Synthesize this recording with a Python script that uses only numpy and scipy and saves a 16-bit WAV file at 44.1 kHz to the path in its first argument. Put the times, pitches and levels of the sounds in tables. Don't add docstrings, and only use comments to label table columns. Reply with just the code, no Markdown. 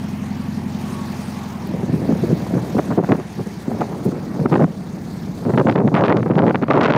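import sys
import numpy as np
from scipy import signal
from scipy.io import wavfile
from scipy.ndimage import uniform_filter1d, minimum_filter1d, map_coordinates

SR = 44100
rng = np.random.default_rng(int(sys.argv[2]) if len(sys.argv) > 2 else 0)


def unload_wav(signal):
    wavfile.write(
        sys.argv[1],
        SR,
        np.round(np.clip(np.atleast_2d(signal).T, -1, 1) * 32767).astype(np.int16),
    )


def magnitude_from_level(level_db):
    exponent = np.asarray(level_db, float) / 20
    return 10 ** exponent


N = 307377


def rms_one(x):
    return x / np.sqrt(np.mean(x ** 2) + 1e-20)


def in_time(rows):
    s, *columns = np.transpose(rows)
    return [np.interp(np.arange(N) / SR, s, c) for c in columns]


def at_hz(points, hz):
    points = np.array(points)
    return np.interp(np.log(hz), np.log(points[:, 0]), points[:, 1])


def drift(rate_hz):
    r = np.exp(-32 * np.pi * rate_hz / SR)
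    slow = signal.lfilter([1], [1, -2 * r, r * r], rng.standard_normal(N // 16 + 4002))
    slow = slow[4000:]
    return np.interp(np.arange(N) / 16, np.arange(len(slow)), rms_one(slow))


def resonance(x, hz, width_hz):
    r = np.exp(-np.pi * width_hz / SR)
    return signal.lfilter([1 - r, 0, r - 1], [1, -2 * r * np.cos(2 * np.pi * hz / SR), r * r], x)


def banded_noise(edges, level_db, patchy_db):
    out, white = 0, rng.standard_normal((2, N))
    for k, (low, high) in enumerate(zip(edges, edges[1:])):
        band_pass = signal.butter(2, [low, high], "band", fs=SR, output="sos")
        band = signal.sosfilt(band_pass, white[k % 2])
        out = out + band * magnitude_from_level(level_db(np.sqrt(low * high)) + patchy_db * drift(13.2))
    return rms_one(out)


# (time [s], four-stroke cycles per second [Hz])
ENGINE_SPEED = [(0, 11.38), (.6, 11.32), (1.05, 11.36), (1.5, 10.93), (2, 10.25), (3, 9.56), (4, 9.05),
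                (4.9, 8.33), (5.5, 8.25), (6.97, 8.38)]


def crank_cycles():
    return np.cumsum(in_time(ENGINE_SPEED)[0]) / SR


# (multiple of the cycle [1], level [dB])
FRONT_ORDERS = [(1, -40), (2, -39), (3, -39), (4, -33), (5, -36), (6, -21), (7, -22), (8, -6), (9, -18),
                (10, -11), (11, -20), (12, -6), (13, -21), (14, -4), (15, -17), (16, -8), (17, -9), (18, 0),
                (19, -4), (20, -7), (21, -12), (22, -5), (23, -13), (24, -19), (25, -22), (26, -20),
                (27, -23), (28, -24), (29, -21), (30, -23)]
# (multiple of the cycle [1], level [dB])
TAIL_ORDERS = [(1, -46), (2, -41), (3, -45), (4, -40), (5, -41), (6, -34), (7, -28), (8, -12), (9, -22),
               (10, -13), (11, -13), (12, -5), (13, -15), (14, -13), (15, -12), (16, -7), (17, -7),
               (18, -3), (19, -10), (20, 0), (21, -5), (22, 0), (23, -3), (24, 0), (25, -9), (26, -11),
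               (27, -5), (28, -9), (29, -10), (30, -10)]


def hum(cycles, tail):
    out, power = 0, 0
    for (order, front_db), (_, tail_db) in zip(FRONT_ORDERS[4:], TAIL_ORDERS[4:]):
        level = magnitude_from_level(front_db + tail * (tail_db - front_db))
        wander = .012 * order * drift(3)
        out = out + level * np.sin(2 * np.pi * (order * cycles + rng.random()) + wander)
        power = power + level ** 2 / 2
    return out / np.sqrt(power)


# (frequency [Hz], level [dB per Hz])
RUMBLE_SPECTRUM = [(25, -29), (50, -9), (70, -44), (110, -23), (170, 4), (210, 7), (260, -1), (320, -14)]


def rumble(tail):
    edges = 22.5 * 2 ** np.arange(0, 4, 1 / 3)
    return magnitude_from_level(-14 + 12 * tail) * banded_noise(edges, lambda hz: at_hz(RUMBLE_SPECTRUM, hz), patchy_db=1.5)


def firing_gate(cycles, depth_db, uneven_db):
    return magnitude_from_level(depth_db * np.cos(8 * np.pi * cycles) + uneven_db * np.cos(4 * np.pi * cycles + 1))


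# (frequency [Hz], level [dB per Hz])
FRONT_CLATTER = [(170, -37), (290, -13), (365, 1), (483, -7.5), (749, -5), (982, -5.5), (1110, -16.5),
                 (1590, -13.5), (1780, -12), (3500, -21), (4550, -48), (7700, -120)]
# (frequency [Hz], level [dB per Hz])
TAIL_CLATTER = [(170, -31), (290, 13), (595, -12), (640, 1), (703, -3), (2410, -16), (3500, -46),
                (4550, -68), (7700, -120)]


def clatter(cycles, tail):
    def colour(hz):
        return at_hz(FRONT_CLATTER, hz) * (1 - tail) + at_hz(TAIL_CLATTER, hz) * tail
    edges = 285 * 2 ** np.arange(0, 3.6, .25)
    return banded_noise(edges, colour, patchy_db=1.5) * firing_gate(cycles, depth_db=0.0, uneven_db=0.1)


# (time [s], level [dB])
VALVE_LEVEL = [(0.0, -47), (0.39, -47.5), (1.1, -43), (1.8, -47.5), (2.3, -44.5), (2.79, -43.5),
               (3.0, -47.5), (3.6, -46), (4.75, -49.5), (5.35, -46.5), (5.63, -47.5), (5.75, -52.5),
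               (6.6, -55), (6.97, -58)]
# (frequency [Hz], level [dB per Hz])
HISS_SPECTRUM = [(1470, -30), (2500, -25.5), (3200, -1), (4650, 1.5), (5150, -1.5), (6350, -1.5),
                 (7640, -8.5), (9720, -5.5), (11100, -13), (14700, -7.5), (16000, -19)]


def hiss(cycles):
    valve_db, = in_time(VALVE_LEVEL)
    air_db = valve_db - 10.5 - 0.24 * np.arange(N) / SR

    def colour(hz):
        return at_hz(HISS_SPECTRUM, hz) + (valve_db if hz < 8200 else air_db + 11)
    edges = 2900 * 2 ** np.arange(0, 2.6, .25)
    noise = magnitude_from_level(-49) * banded_noise(edges, colour, patchy_db=2.0)
    flicker = magnitude_from_level(0.85 * drift(17))
    return noise * flicker * firing_gate(cycles, depth_db=1.35, uneven_db=-0.2)


# (frequency [Hz], width [Hz], level [dB])
WHINE_LINES = [
    (898, 170, -58),
    (1060, 360, -54),
    (837, 54, -63.5),
]


def whines():
    out, white = 0, rng.standard_normal(N)
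    for hz, width_hz, db in WHINE_LINES:
        line = resonance(resonance(white, hz, width_hz), hz, width_hz)
        out = out + magnitude_from_level(db + 2 * drift(1.6)) * rms_one(line)
    return out


# (middle [s], length [s], frequency [Hz], glide [Hz per s], level [dB])
GEAR_WHISTLES = [(1, .12, 1110, -60, -44), (1.7, 0.23, 970, -110, -50), (.72, .12, 720, 60, -56),
                 (.98, 0.08, 915, 0, -51), (.44, .07, 1125, 40, -52)]


def whistles():
    out, t, shake = 0, np.arange(N) / SR, .7 * drift(13)
    for s, length, hz, glide, db in GEAR_WHISTLES:
        age = t - s
        tone = np.sin(2 * np.pi * (hz + glide * age / 2) * age + shake)
        out = out + magnitude_from_level(db + 6.0) * np.exp(-(age / length) ** 2) * tone
    return out


def through_port(pressure):
    return signal.sosfilt(signal.butter(4, 115, "high", fs=SR, output="sos"), pressure)


def swing(width_ms, turn, order=3):
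    u = np.arange(-100, 100) * 1000 / SR / width_ms
    return np.real(np.exp(2j * np.pi * turn) / (1 - 1j * u) ** order) * np.hanning(len(u))


def crackle(octaves, per_s=400, spread_db=6.0):
    born = rng.random(N) < per_s * 2 ** (1.5 * octaves) / SR
    strength_db = spread_db * np.minimum(rng.exponential(1, N), 3.5) + 6.7 * octaves
    sizes = born * magnitude_from_level(strength_db) * rng.choice([-1, 1], N)
    dealt = rng.integers(0, 3, N)
    shapes = [swing(0.13, 0.16), swing(1.0, 0.13), swing(0.13, 0.16)]
    return sum(np.convolve(sizes * (dealt == k), shape, "same") for k, shape in enumerate(shapes))


# (time [s], level [dB], brightness [dB])
BREEZE = [(1.6, -44.5, -20), (1.72, -30.5, -20), (2.5, -29, -20), (3.18, -33, -17.5), (3.24, -48, -20),
          (3.64, -47, -20), (3.7, -29.5, -20), (4.15, -30, -20), (4.29, -36, -22), (4.42, -23.5, -24),
          (4.68, -28.5, -24), (4.76, -38, -20), (5.3, -39, -20), (5.5, -28, -22), (6.2, -22, -22),
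          (6.6, -28, -22), (6.66, -36, -23.5), (6.97, -23.5, -15.5)]
# (start [s], length [s], level [dB], brightness [dB])
GUSTS = [(1.686, 0.072, -24, -27), (1.87, 0.12, -19, -29.5), (2.013, 0.054, -22.5, -25),
         (2.076, 0.09, -18, -27.5), (2.222, 0.056, -19, -32), (2.285, 0.056, -17.5, -28),
         (2.533, 0.054, -15.5, -23), (2.745, 0.055, -14.5, -21.5), (2.904, 0.033, -19.5, -20.5),
         (2.975, 0.039, -11, -23.5), (3.025, 0.021, -17, -19), (3.087, 0.051, -14.5, -21),
         (3.145, 0.011, -16.5, -19), (3.177, 0.032, -21.5, -20.5), (3.377, 0.039, -19.5, -25),
         (3.71, 0.044, -23, -22.5), (3.8, 0.026, -18.5, -18), (4.053, 0.04, -15, -29),
         (4.39, 0.028, -17.5, -25), (4.512, 0.051, -13, -17), (4.574, 0.0133, -15.5, -19.5),
         (4.59, .062, -12, -20), (5.448, 0.064, -16.5, -20), (5.534, 0.028, -12.5, -21),
         (5.572, 0.048, -11, -18), (5.64, 0.024, -19, -24), (5.663, 0.037, -11.5, -17),
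         (5.7, 0.029, -17.5, -18), (5.753, 0.0397, -13.5, -17), (5.79, 0.037, -16.5, -19),
         (5.832, 0.054, -12, -22), (5.914, 0.022, -18, -19), (5.938, 0.25, -13.5, -15),
         (6.198, 0.032, -15.5, -27.5), (6.255, 0.024, -17.5, -20.5), (6.298, 0.033, -12.5, -18),
         (6.336, 0.037, -18.5, -19.5), (6.375, 0.082, -13, -18), (6.454, 0.06, -14, -16),
         (6.614, 0.028, -18, -15.5), (6.681, 0.019, -18.5, -18.5), (6.7, .1, -14.5, -16),
         (6.804, 0.24, -12.5, -11)]
# (time [s], peak level [dB], brightness [dB])
PUFFS = [(1.786, -17, -26), (1.834, -13, -27.5), (1.895, -8, -30.5), (1.937, -8.5, -32.5),
         (2.125, -8.5, -28.5), (2.237, -12, -31), (2.43, -17.5, -24), (2.783, -2.5, -17), (2.978, 5, -23.5),
         (3.119, -3, -13), (3.462, -12.5, -24.5), (3.68, -6, -27), (3.899, -16, -26), (3.994, -19.5, -21.5),
         (4.13, -8.5, -33), (4.356, -18.5, -24), (4.429, -8.5, -25), (4.454, -1, -20), (4.613, -5, -22.5),
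         (4.674, -9, -27), (5.576, -0.5, -14), (6.261, -8.5, -19.5), (5.755, -4, -16.5), (5.85, -5, -31.5),
         (5.941, 0, -10.5), (6.037, -0.5, -10.5), (6.123, -0.5, -11), (6.544, -6, -15.5),
         (6.703, -6, -14.5), (6.9, -2.5, -12.5)]


def stream_power():
    level_db, bright_db = in_time(BREEZE)
    ms = np.arange(N) / SR * 1000
    power = magnitude_from_level(2 * level_db) * (ms > BREEZE[0][0] * 1000) + 1e-12
    tone = power * (bright_db + 17.5)
    # (start [s], level [dB], brightness [dB], hold [ms], rise [ms], fall [ms])
    swells = [(s, db, bright, length * 1000, 2.466, 5.) for s, length, db, bright in GUSTS]
    swells += [(s - .0014, db - 11, bright, 0, 1.6, 11) for s, db, bright in PUFFS]
    lull_db, lulls_hz, steady_ms = 3., 35.3, 45
    lulls = magnitude_from_level(-2 * lull_db * np.maximum(drift(lulls_hz) + 0.2904, 0) ** 1.497)
    for s, db, bright, hold_ms, rise_ms, fall_ms in swells:
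        start = round(s * SR)
        age = ms[:min(N - start, SR // 2)]
        near = slice(start, start + len(age))
        after = np.maximum(age - np.maximum(hold_ms - fall_ms, 0), 0)
        swell = magnitude_from_level(2 * db) * (1 - np.exp(-age / rise_ms)) ** 2 * np.exp(-(after / fall_ms) ** 2)
        swell *= lulls[near] ** np.clip(hold_ms / steady_ms - 1, 0, 1)
        power[near] += swell
        tone[near] += swell * (bright + 17.2)
    return power, tone / power


# (time [s], edge peak [dB], top end under it [dB])
SNAPS = [(1.9398, -36.5, -11), (2.1234, -36, -9), (2.2363, -37.5, -10), (2.5408, -32.5, -15),
         (2.5796, -35.5, -11), (2.7819, -32, -14), (2.7876, -26.5, -27), (2.924, -35, -13),
         (2.9791, -31, -22), (2.9964, -35, -17), (3.0146, -37, -13), (3.0368, -35, -14), (3.046, -38, -11),
         (3.0904, -37, -6), (3.1191, -19, -23), (3.132, -31.5, -17), (3.1559, -36, -11),
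         (3.1986, -34.5, -14), (3.3924, -38.5, -10.5), (3.8079, -27, -17), (4.3989, -36, -14.5),
         (4.4576, -31, -12), (4.5144, -36, -15), (4.5214, -29.5, -15.5), (4.5291, -22, -28),
         (4.5403, -20.5, -29.5), (4.5537, -26.5, -18), (4.5596, -26.5, -23.5), (4.5793, -31, -21),
         (4.6022, -29, -23), (4.6118, -31, -19), (4.622, -31.5, -19), (4.6413, -27.5, -21.5),
         (5.4513, -34.5, -14), (5.4605, -36, -8.5), (5.5366, -29.5, -18), (5.5483, -36, -11),
         (5.576, -18, -26.5), (5.582, -20, -25.5), (5.597, -26, -22), (5.611, -39, -10),
         (5.6697, -16, -33.5), (5.6835, -27.5, -16), (5.6908, -28, -23.5), (5.7116, -28, -21),
         (5.7235, -26, -22), (5.7571, -20.5, -21), (5.7644, -30, -21.5), (5.7862, -24, -26),
         (5.8014, -34.5, -11), (5.8764, -23, -24.5), (5.8847, -34, -20.5)]
# (time [s], edge peak [dB], top end under it [dB])
LATE_SNAPS = [(5.9415, -21, -16.5), (5.9503, -17, -24), (5.9688, -20, -26.5), (5.9732, -25.5, -23),
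              (5.9836, -25, -29), (5.9892, -26.5, -32), (6.0088, -26, -17), (6.0375, -14, -24.5),
              (6.0488, -17.5, -20.5), (6.0557, -22.5, -19.5), (6.0591, -21.5, -17), (6.0644, -20.5, -21),
              (6.0812, -15.5, -25), (6.0956, -23.5, -18), (6.124, -15, -24), (6.1685, -19.5, -16.5),
              (6.205, -35, -22.5), (6.2292, -26, -31), (6.2613, -33, -21.5), (6.2794, -35, -18),
              (6.3062, -28, -28.5), (6.3139, -27, -27), (6.335, -31.5, -22), (6.3544, -25.5, -22),
              (6.3839, -22, -23), (6.39, -18, -23), (6.4198, -26, -25), (6.4657, -26, -23.5),
              (6.4795, -26.5, -26), (6.4954, -24.5, -25), (6.5081, -27, -28), (6.5453, -24.5, -27),
              (6.556, -16.5, -26), (6.6155, -35.5, -15), (6.6243, -26, -22), (6.634, -30, -23),
              (6.6822, -28, -38), (6.7034, -22.5, -19), (6.7073, -19.5, -28), (6.7209, -25, -21),
              (6.7338, -22, -22), (6.753, -25.5, -18.5), (6.7652, -23.5, -23), (6.7795, -28.5, -8),
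              (6.8098, -15, -20), (6.8321, -15, -16), (6.8377, -17.5, -16), (6.8464, -14, -21),
              (6.8569, -16, -18.5), (6.8643, -18.5, -17), (6.8769, -21, -23), (6.8987, -23.5, -21),
              (6.9038, -18.5, -21.5), (6.9218, -13, -21), (6.9365, -12, -23), (6.9452, -27, -23.5),
              (6.9611, -22.5, -14.5)]
TOP_OCTAVES = 1.3


def stream_octaves(tone_db, lumps_db, db_per_octave=9.):
    octaves = np.clip((tone_db + .8 * lumps_db) / db_per_octave, -2, 1.5)
    octaves += .12 * (np.clip(drift(70.85), 0, 2) ** 2 - .6)
    crack_octaves, crack_ms = .62, 6.5
    for s, db, _ in SNAPS + LATE_SNAPS:
        near = slice(round(s * SR), round(s * SR) + 2500)
        age = np.arange(len(octaves[near])) / SR * 1000
        spurt = (1 - np.exp(-age / .8)) * np.exp(-age / crack_ms)
        octaves[near] += crack_octaves * max(db + 44, 0) / 20 * spurt
    return np.minimum(octaves, TOP_OCTAVES)


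def wind(lumpy_db=1.77, corner_hz=470, jerky_octaves=.36):
    power, tone_db = stream_power()
    lumps_db, grains = lumpy_db * drift(45.4), drift(278.9)
    octaves = stream_octaves(tone_db, lumps_db)
    sweep_hz = corner_hz * 2 ** np.minimum(octaves + jerky_octaves * grains, TOP_OCTAVES + .25)
    place = np.cumsum(sweep_hz) * 16 / SR
    field = signal.lfilter(*signal.butter(2, 4 / 16), rng.standard_normal(400000))
    field = signal.lfilter([1], [1, -.55], field)
    field = signal.lfilter([1], [1, -.82], field)
    pressure = map_coordinates(rms_one(field), [place % len(field)], order=3)
    pressure = through_port(pressure + magnitude_from_level(-44.0) * crackle(octaves))
    pressure /= (uniform_filter1d(pressure ** 2, size=500) + 0.007) ** 0.48
    return magnitude_from_level(1.0 + lumps_db) * np.sqrt(power) * pressure


def snaps():
    snap_ms, snap_db, wake_ms, wake_db = 0.16, 3.5, 4.5, -8
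    out, events = np.zeros(N + 1000), SNAPS + LATE_SNAPS
    edge = signal.butter(2, [2000, 6000], "band", fs=SR, output="sos")
    for (s, db, top_db), wake in zip(events, rng.random((len(events), 5, 3))):
        width_ms = snap_ms * magnitude_from_level(np.clip(-.45 * (top_db + 20.5), -3, 4) if db > -29 else 5.5)
        for k, (turn, late, size) in enumerate(wake):
            follows = k > 0
            shape = swing(width_ms * (1 + .5 * size * follows), turn, order=2)
            height = np.abs(signal.hilbert(signal.sosfilt(edge, shape))).max()
            start = s * SR + follows * (1.3 * late - .3) * wake_ms * SR / 1000
            level = magnitude_from_level(db + snap_db + follows * (wake_db - 12 * size))
            out[round(start) - 50:][:200] += level * shape / height
    return out[:N]


# (time [s], peak level [dB], frequency [Hz])
THUMPS = [(1.831, -9, 380), (1.894, -8, 248), (1.936, -2, 197), (2.09, -2, 280), (2.124, -1, 199),
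          (2.236, -7, 360), (2.288, -27, 256), (2.326, -3, 171), (2.537, -7, 269), (2.752, -5, 194),
          (2.784, -18, 248), (2.889, -8.5, 192.7), (2.977, -10, 167), (3.087, -8.5, 280), (3.126, 2.5, 350),
          (3.389, -10, 254.6), (3.465, -14, 193.9), (3.68, -9, 204.6), (4.063, -9, 173.8), (4.127, -7, 195),
          (4.395, -8, 183.5), (4.455, -1.5, 242), (4.512, -6, 229), (4.573, -4.5, 324), (4.611, -1, 177),
          (4.638, 2, 169), (5.461, -8, 213), (5.534, -5, 179.2), (5.575, -3, 321.8), (5.654, -2, 256.7),
          (5.755, -10, 350), (5.851, -2.5, 195), (5.938, -1.5, 174), (6.143, -0.5, 361), (6.304, -0.5, 255),
          (6.551, -5, 212.3), (6.628, -3.5, 210), (6.701, -2.5, 307),
          (2.6, -11, 124.9), (2.976, -16, 104), (4.404, -11, 136), (4.44, -11, 115), (4.528, -12.5, 120.3),
          (4.621, -10, 126), (5.655, -9.5, 100), (6.2, -8, 180), (6.36, -2, 151), (6.83, -7.5, 199.9),
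          (6.905, 2, 209.2)]


def thumps():
    out, t = np.zeros(N + 2000), np.arange(2000) / SR
    for s, db, hz in THUMPS:
        c = t * hz
        phase = c + 0.69 * 0.61 * (1 - np.exp(-c / 0.29)) + rng.random()
        decay = (1 - np.exp(-c / 0.52)) * np.exp(-(c / 1.65) ** 1.26)
        out[round(s * SR):][:len(t)] += magnitude_from_level(db + 0.5) * decay * np.sin(2 * np.pi * phase)
    return out[:N]


# (time [s], peak level [dB], frequency [Hz], length [ms])
BODY_TICKS = [
    (1.6721, -39, 14500, 1.3),
    (3.47, -40.5, 6430, 2.65),
    (4.491, -43.5, 4400, 11),
]
# (time [s], level [dB], length [ms])
RUSTLE = (4.035, -45, 22)


def ticks():
    out = np.zeros(N + SR)
    rustle_s, rustle_db, rustle_ms = RUSTLE
    bursts = [(*tick, .3) for tick in BODY_TICKS] + [(rustle_s, rustle_db, 9000, rustle_ms, 1.2)]
    for s, db, hz, ms, share in bursts:
        t = np.arange(2000) / SR * 1000 / ms
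        noise = rms_one(resonance(rng.standard_normal(len(t)), hz, share * hz))
        out[round(s * SR):][:len(t)] += magnitude_from_level(db + 4) * noise * t * np.exp(1 - t ** 2) / 2
    return out[:N]


# (time [s], hum [dB], clatter [dB], whine [dB], facing the tail [0-1])
MICROPHONE_TURN = [(0, -25.5, -35.5, 8.5, 0), (.6, -24.5, -35.5, 6, 0.05), (.9, -26, -34, 13.5, 0.08),
                   (1.15, -26, -33.5, 11, 0.1), (1.5, -28.5, -36, 11.5, 0.12),
                   (2.2, -23.5, -33.5, -17, 0.41), (3.3, -32.5, -37, -22, 0.38), (4.3, -30, -38, -31.5, 1),
                   (4.75, -32.5, -41.5, -30.5, 0.9), (5.3, -28.5, -39.5, -29.5, 0.85),
                   (5.7, -35, -44.5, -30.5, 0.87), (6.97, -27.5, -43, -33, 1)]


def scene():
    cycles = crank_cycles()
    hum_db, clatter_db, whine_db, tail = in_time(MICROPHONE_TURN)
    tail = np.clip(tail, 0, 1)
    engine = magnitude_from_level(hum_db) * (hum(cycles, tail) + rumble(tail))
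    engine += magnitude_from_level(clatter_db) * clatter(cycles, tail) + hiss(cycles)
    engine += magnitude_from_level(whine_db) * whines() + whistles()
    air = through_port(wind() + snaps() + thumps())
    return (engine + air + ticks())[None]


def band_limit(x):
    return signal.sosfilt(signal.butter(12, 16130, fs=SR, output="sos"), x)


def record(dry):
    ceiling = .705
    over_db = np.maximum(20 * np.log10(np.abs(dry[0]) / ceiling + 1e-9), 0)
    ramp = 90 * np.arange(N) / SR
    held = np.maximum.accumulate(over_db + ramp) - ramp
    held = uniform_filter1d(-minimum_filter1d(-held, size=261), size=255)
    top_cut = signal.cheby2(24, 70, 15950, fs=SR, output="sos")
    mix = signal.sosfilt(top_cut, dry * magnitude_from_level(-held))
    return band_limit(mix)


dry = scene()
out = record(dry)
unload_wav(out)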